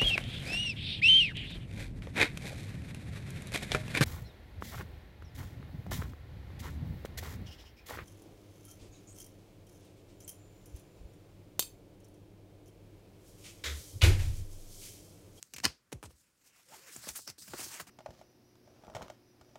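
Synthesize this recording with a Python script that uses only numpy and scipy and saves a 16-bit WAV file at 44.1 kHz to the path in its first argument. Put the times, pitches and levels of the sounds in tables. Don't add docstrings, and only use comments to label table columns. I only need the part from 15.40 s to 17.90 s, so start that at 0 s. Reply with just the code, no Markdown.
import sys
import numpy as np
from scipy import signal
from scipy.fft import rfft, irfft, next_fast_len
from scipy.io import wavfile
from scipy.ndimage import map_coordinates

SR = 44100
rng = np.random.default_rng(int(sys.argv[2]) if len(sys.argv) > 2 else 0)


def materialize(psi):
    bounded = np.clip(np.atleast_2d(psi).T, -1, 1)
    quanta = np.round(bounded * 32767).astype(np.int16)
    wavfile.write(sys.argv[1], SR, quanta)


N = 110250

# frequency in Hz, relative level in dB.
BED_COLOUR = [(25, -20), (60, -7.5), (100, 1), (190, 0.5), (330, -7), (700, -21.5), (2000, -56.5)]


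def amp(db):
    return 10 ** (np.asarray(db) / 20)


def unit(x):
    return x / np.sqrt(np.mean(x ** 2) + 1e-20)


def along(points, hz):
    freqs, values = np.transpose(points)
    return np.interp(np.log(hz + 1), np.log(freqs + 1), values)


def curves(rows):
    times, *columns = np.transpose(rows)
    return [np.interp(np.arange(N) / SR, times, column) for column in columns]


def wobble(rate):
    return map_coordinates(rng.standard_normal(N // 10), [np.arange(N) * rate / SR], mode="wrap")


def filtered(x, response):
    size = next_fast_len(N + SR // 2)
    return irfft(rfft(x, size) * response(np.fft.rfftfreq(size, 1 / SR)), size)[:N]


def coloured(x, colour, tilt_db=0, peak_hz=1000, boost_db=0, width_octaves=0.22, size=4096):
    hz = np.fft.rfftfreq(size, 1 / SR)
    octaves = np.log2(np.maximum(hz, colour[1][0]) / peak_hz)
    bump_db = boost_db * np.exp(-.5 * (octaves / width_octaves) ** 2)
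    cepstrum = irfft(np.log(amp(along(colour, hz) + tilt_db * octaves + bump_db)))
    cepstrum[1:size // 2] *= 2
    cepstrum[size // 2 + 1:] = 0
    impulse = irfft(np.exp(rfft(cepstrum)))
    return signal.fftconvolve(x, impulse / np.linalg.norm(impulse))[:len(x)]


def add(out, start, x):
    part = out[max(0, round(start * SR)):][:len(x)]
    part += x[:len(part)]


def friction(size, fibres_per_s=2000, spread_db=3, share=0.42):
    caught = rng.random(size) < fibres_per_s / SR
    strength = amp(spread_db * np.minimum(rng.exponential(size=size), 4))
    catches = unit(caught * strength * rng.choice([-1, 1], size))
    return np.sqrt(share) * catches + np.sqrt(1 - share) * rng.standard_normal(size)


def patchy(x, depth_db=2.1, patch_hz=885, patch_s=.05, size=512):
    hz, t, spectrum = signal.stft(x, SR, nperseg=size)
    grid = np.meshgrid(hz / patch_hz, t / patch_s, indexing="ij")
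    patches = map_coordinates(rng.standard_normal((size, size)), grid)
    return unit(signal.istft(spectrum * amp(depth_db * patches), nperseg=size)[1][:N])


def blows(rows, colour, crack, attack_s):
    out, t = np.zeros(N), np.arange(SR // 5) / SR
    for start, db, fade, *tone in rows:
        blow = rng.standard_normal(len(t)) * amp(-60 * t / fade) * (1 - np.exp(-t / attack_s))
        blow[0] += crack
        add(out, start, amp(db) * coloured(blow, colour, *tone))
    return out


def sheet():
    # time in seconds, level in dB.
    hiss_levels = [(0, -70.5), (.09, -74), (.2, -66.5), (.4, -88.5), (.74, -78.5), (.798, -67),
                   (.85, -77.5), (.93, -81.5), (1.02, -74), (1.075, -62.5), (1.125, -76), (1.165, -66.5),
                   (1.25, -70.5), (1.345, -56.5), (1.45, -62), (1.54, -50.5), (1.59, -56), (1.66, -49.5),
                   (1.735, -54.5), (1.79, -48), (1.855, -60), (1.91, -63), (1.93, -86), (1.972, -96),
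                   (1.984, -52.5), (2.06, -56.5), (2.15, -53.5), (2.2, -43.5), (2.245, -46.5), (2.285, -51),
                   (2.345, -47), (2.385, -54), (2.41, -45), (2.435, -66), (2.462, -76), (2.475, -53.5),
                   (2.5, -65)]
    rub_levels = [(1.0, -82), (1.074, -70.5), (1.125, -72.5), (1.17, -68.5), (1.254, -74), (1.338, -57.5),
                  (1.37, -62.5), (1.6, -64), (1.69, -55.5), (1.735, -73), (1.762, -55), (1.83, -83),
                  (1.862, -85), (1.89, -52), (1.935, -84), (2.06, -70), (2.122, -58), (2.16, -57.5),
                  (2.214, -48.5), (2.285, -61.5), (2.345, -49), (2.385, -54.5), (2.408, -54), (2.445, -77),
                  (2.5, -61)]
    # frequency in Hz, relative level in dB.
    hiss_colour = [(1500, -38.5), (3400, -11), (4400, -3.5), (5300, -1), (6200, -2.5), (8000, -0.5),
                   (10500, -6.5), (14000, -9), (16000, -10.5)]
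    rub_colour = [(40, -11.5), (120, -12), (300, -3), (600, -2), (1500, 3.5), (2800, 2), (3800, -5.5),
                  (7000, -21)]
    drag_db = 1.3 * wobble(90)
    hiss = amp(curves(hiss_levels)[0] + drag_db) * patchy(coloured(friction(N), hiss_colour))
    rub = amp(curves(rub_levels)[0] + drag_db) * patchy(coloured(friction(N), rub_colour))
    return hiss + rub


def bedding():
    # time in seconds, level in dB.
    levels = [(0, -74), (.12, -82), (.2, -60.5), (.4, -84.5), (1.2, -86), (1.35, -73), (1.45, -79.5),
              (1.68, -67), (1.76, -76), (1.96, -83), (2.03, -65.5), (2.07, -78), (2.145, -57), (2.17, -65),
              (2.22, -58.5), (2.29, -65), (2.38, -71), (2.5, -64)]
    return amp(curves(levels)[0]) * coloured(rng.standard_normal(N), BED_COLOUR)


def creases():
    # start in seconds, level in dB, fade in seconds, tilt in dB per octave,
    # pitch of the paper panel in Hz, its boost in dB.
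    ticks = [(.0279, -30, 0.004, 3, 7170, 7.5), (.1372, -35, 0.021, 2, 2400, 1),
             (.1432, -42, .03, -2.5, 5600, 14.5), (.163, -39, 0.039, 1.5, 5970, -4),
             (.1832, -36, 0.03, -1, 2650, 1.5), (.2013, -37.5, 0.011, -2.5, 2000, -2.5),
             (1.5638, -33.5, 0.0054, 1.5, 7880, 24), (1.8768, -40, 0.0084, -2, 5260, 18),
             (1.6895, -27.5, 0.0063, 4, 5600, -3.5), (2.196, -38, .004, 0.5, 5000, 14)]
    # frequency in Hz, relative level in dB.
    colour = [(100, -25), (250, -4.5), (950, -11), (2500, 2), (3600, -7), (5800, -3), (7600, -4),
              (9300, -10), (15500, -17.5)]
    return blows(ticks, colour, crack=4, attack_s=0.00053)


def mattress(sag_hz=400, sag_s=.011, swell_s=0.029, jitter=0.2, shudder_db=-10.5):
    # start in seconds, level in dB, final pitch in Hz, fade in seconds.
    pushes = [(0.127, -57, 83, 0.32), (.238, -40.5, 59, .13), (0.5257, -41, 50, 0.098),
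              (.63, -47.5, 76.5, 0.27), (0.681, -59.5, 55, 0.19), (1.555, -57, 105, .12),
              (1.67, -53, 67, 0.13), (1.786, -66.5, 69, 0.095), (1.869, -55.5, 82.4, 0.17),
              (2.071, -54.5, 97, 0.17), (2.191, -63, 78.4, .2), (2.397, -53, 81, 0.066)]
    out, t = np.zeros(N), np.arange(N // 6) / SR
    for start, db, end_hz, fade in pushes:
        hz = (end_hz + sag_hz * np.exp(-t / sag_s)) * (1 + jitter * wobble(140)[:len(t)])
        thump = np.sin(2 * np.pi * np.cumsum(hz) / SR)
        shudder = amp(shudder_db) * coloured(rng.standard_normal(len(t)), BED_COLOUR)
        swell = np.minimum(t / swell_s, 1) ** .6
        decay = amp(-60 * np.maximum(t - swell_s, 0) / fade)
        add(out, start, amp(db) * swell * decay * (thump + shudder))
    return out


def scrapes():
    # peak time in seconds, level in dB, rise and fall in seconds, tilt in dB per octave,
    # pitch of the scrape in Hz, its boost in dB.
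    swells = [(.238, -36, 0.011, 0.052, -1.5, 5520, 3), (0.5291, -37.5, 0.013, 0.014, 0, 6000, 1.5),
              (.634, -53.5, 0.013, .06, -0.5, 9000, 11), (.658, -50, .04, 0.033, -1.5, 8400, 5),
              (0.711, -64.5, 0.06, 0.085, 1.5, 6960, -4), (1.69, -38.5, .05, 0.061, 1.5, 6580, 2),
              (1.76, -39.5, 0.017, 0.064, 3.5, 9700, 5), (1.776, -44, 0.038, 0.038, 8, 13000, 19),
              (1.878, -41, 0.019, 0.059, -2.5, 5320, 19), (1.901, -44.5, 0.051, 0.027, 2, 5200, 4),
              (2.023, -48, 0.028, .04, 1.5, 5200, 10.5), (2.215, -44, 0.074, 0.072, -0.5, 6800, 5.5),
              (2.245, -43, 0.043, 0.065, 4, 5100, 5)]
    # frequency in Hz, relative level in dB.
    colour = [(150, -25), (300, -3), (550, -7), (1000, -6.5), (2800, -8), (3450, -8.5), (6250, -5),
              (10800, -10.5), (15500, -19)]
    out, t = np.zeros(N), np.arange(-SR // 5, SR // 5) / SR
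    for peak_s, db, rise, fall, *tone in swells:
        shape = amp(40 * np.minimum(t / rise, -t / fall))
        add(out, peak_s + t[0], amp(db) * coloured(shape * friction(len(t)), colour, *tone))
    return out


def snap():
    # start in seconds, relative level in dB, fade in seconds, tilt in dB per octave,
    # pitch of the paper panel in Hz, its boost in dB.
    folds = [(.2413, -25, 0.012, -1.5, 6300, 8), (.2448, -19.5, 0.0091, 1.5, 5500, 3),
             (.2464, -24, 0.021, -3.5, 280, 8), (.2514, -22, 0.014, 3.5, 11000, 3.5),
             (.2528, -13.5, 0.013, -0.5, 4400, 4), (.2538, -18, 0.012, 1.5, 8500, 11),
             (.2607, -24, 0.02, -3, 1200, 1.5), (.279, -40, 0.018, -1, 2000, 7)]
    # frequency in Hz, relative level in dB.
    colour = [(71, -41), (120, -16.5), (288, -10.5), (662, -13), (1350, -6), (1530, -14), (2390, -7),
              (3050, -4), (3370, -16), (4390, -4), (5720, -6.5), (6330, -7.5), (7160, -10.5), (9320, -14),
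              (15500, -24.5)]
    # centre in Hz, width in Hz, gain in dB.
    modes = [(265, 41, -4), (840, 60, -1), (1017, 70, -0.5), (1410, 67, 1.5), (1760, 97, 1), (1980, 120, 1),
             (2510, 71, 0), (4230, 200, -1), (5110, 300, -5), (7740, 120, -1)]
    flicks = blows(folds, colour, crack=2.88, attack_s=.0002)
    ring = filtered(flicks, lambda hz: sum(
        amp(db) * 1j * hz * width / (centre ** 2 - hz ** 2 + 1j * hz * width)
        for centre, width, db in modes))
    return amp(-2.5) * flicks + ring


def taps():
    # start in seconds, level in dB, fade in seconds, tilt in dB per octave,
    # pitch of the knock in Hz, its boost in dB.
    knocks = [(.5203, -46.5, 0.025, 2, 1300, -2), (.5265, -36, 0.027, -4.5, 422, 5.5),
              (.6289, -40.5, 0.019, 0.5, 1000, 6), (.6386, -42.5, 0.0071, 2, 900, 7),
              (.6448, -48, 0.02, -1, 900, 3), (.707, -56, .02, -2, 500, 8),
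              (1.32, -54, 0.044, -5.5, 900, 18), (1.335, -58, 0.065, 0, 860, 4),
              (1.561, -48.5, 0.042, -1.5, 458, -2), (1.641, -49, .025, 1, 587, 8),
              (1.672, -39.5, 0.021, -2, 640, 9), (1.754, -54, 0.026, 3, 1300, 13),
              (1.791, -47, 0.031, -1.5, 750, 5), (1.8765, -41.5, .016, 5, 1410, 5),
              (1.982, -54.5, .04, 1.5, 300, 17.5), (2.079, -48, 0.082, 5, 593, 4),
              (2.1355, -36.5, 0.05, -1.5, 370, 5.5), (2.137, -42.5, 0.041, 1, 1180, 2),
              (2.194, -44, 0.045, -0.5, 705, 9), (2.263, -49, 0.047, 2, 328, 10),
              (2.399, -38.5, 0.06, 1.5, 1620, 3), (2.402, -36.5, 0.016, 6.5, 1180, 23.5),
              (2.471, -55, 0.073, 2, 1500, -7)]
    # frequency in Hz, relative level in dB.
    colour = [(71, -45.5), (120, -2.5), (345, 2.5), (602, -1), (1660, -2.5), (2030, -8), (3020, -8.5),
              (3470, -16.5), (6310, -17), (14000, -24)]
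    return blows(knocks, colour, crack=7.5, attack_s=0.000626)


def weave(jitter=0.073):
    # time in seconds, threads crossed per second, level in dB.
    strokes = [
        [(1.265, 470, -75), (1.315, 576, -61), (1.335, 950, -54), (1.352, 780, -61), (1.368, 370, -66),
         (1.39, 370, -62.5), (1.42, 550, -70.5), (1.48, 550, -63.5), (1.52, 250, -69)],
        [(1.635, 1400, -64), (1.648, 1630, -53.5), (1.663, 2500, -63), (1.675, 3300, -70)],
    ]
    out, t = np.zeros(N), np.arange(N) / SR
    for stroke in strokes:
        hz, db = curves(stroke)
        phase = 2 * np.pi * np.cumsum(hz * (1 + jitter * wobble(500))) / SR
        touching = (t > stroke[0][0]) & (t < stroke[-1][0])
        out += amp(db + 2.2 * wobble(150)) * np.sin(phase) * touching
    return out


def room_echo(x, delay_s=0.0072, size=128):
    # frequency in Hz, seconds to die away by 60 dB.
    decay_times = [(100, 0.28), (500, 0.2), (2000, 0.19), (5000, 0.23), (9000, 0.18), (15000, .17)]
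    hz, t, spectrum = signal.stft(x, SR, nperseg=size)
    decay = amp(-60 * t / along(decay_times, hz)[:, None]) ** 2
    decay /= decay.sum(1, keepdims=True)
    power = np.abs(signal.fftconvolve(np.abs(spectrum) ** 2, decay, axes=1))[:, :len(t)]
    noise = signal.stft(rng.standard_normal(N), SR, nperseg=size)[2]
    out = np.zeros(N)
    add(out, delay_s, signal.istft(np.sqrt(power) * noise / noise.std(), SR, nperseg=size)[1])
    return out


def room_tone(level_db=-78):
    # frequency in Hz, relative level in dB.
    colour = [(18, -44), (30, -2), (144, -1.5), (546, -8.5), (606, -12.5), (709, -17), (1020, -13.5),
              (1290, -15.5), (1470, -10), (1820, -22.5), (7080, -18), (15500, -24.5)]
    return amp(level_db) * coloured(rng.standard_normal(N), colour)


def scene():
    near = snap() + creases() + scrapes() + taps() + mattress() + bedding() + sheet() + weave()
    return (near + room_tone() + amp(-17.5) * room_echo(near))[None]


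def record(dry, low_cut_hz=42, top_hz=16250):
    x = signal.sosfilt(signal.butter(5, low_cut_hz, "high", fs=SR, output="sos"), dry[0])
    return filtered(x, lambda hz: np.clip((top_hz - hz) / 500, 0, 1) ** 2)[None]


dry = scene()
out = record(dry)
materialize(out)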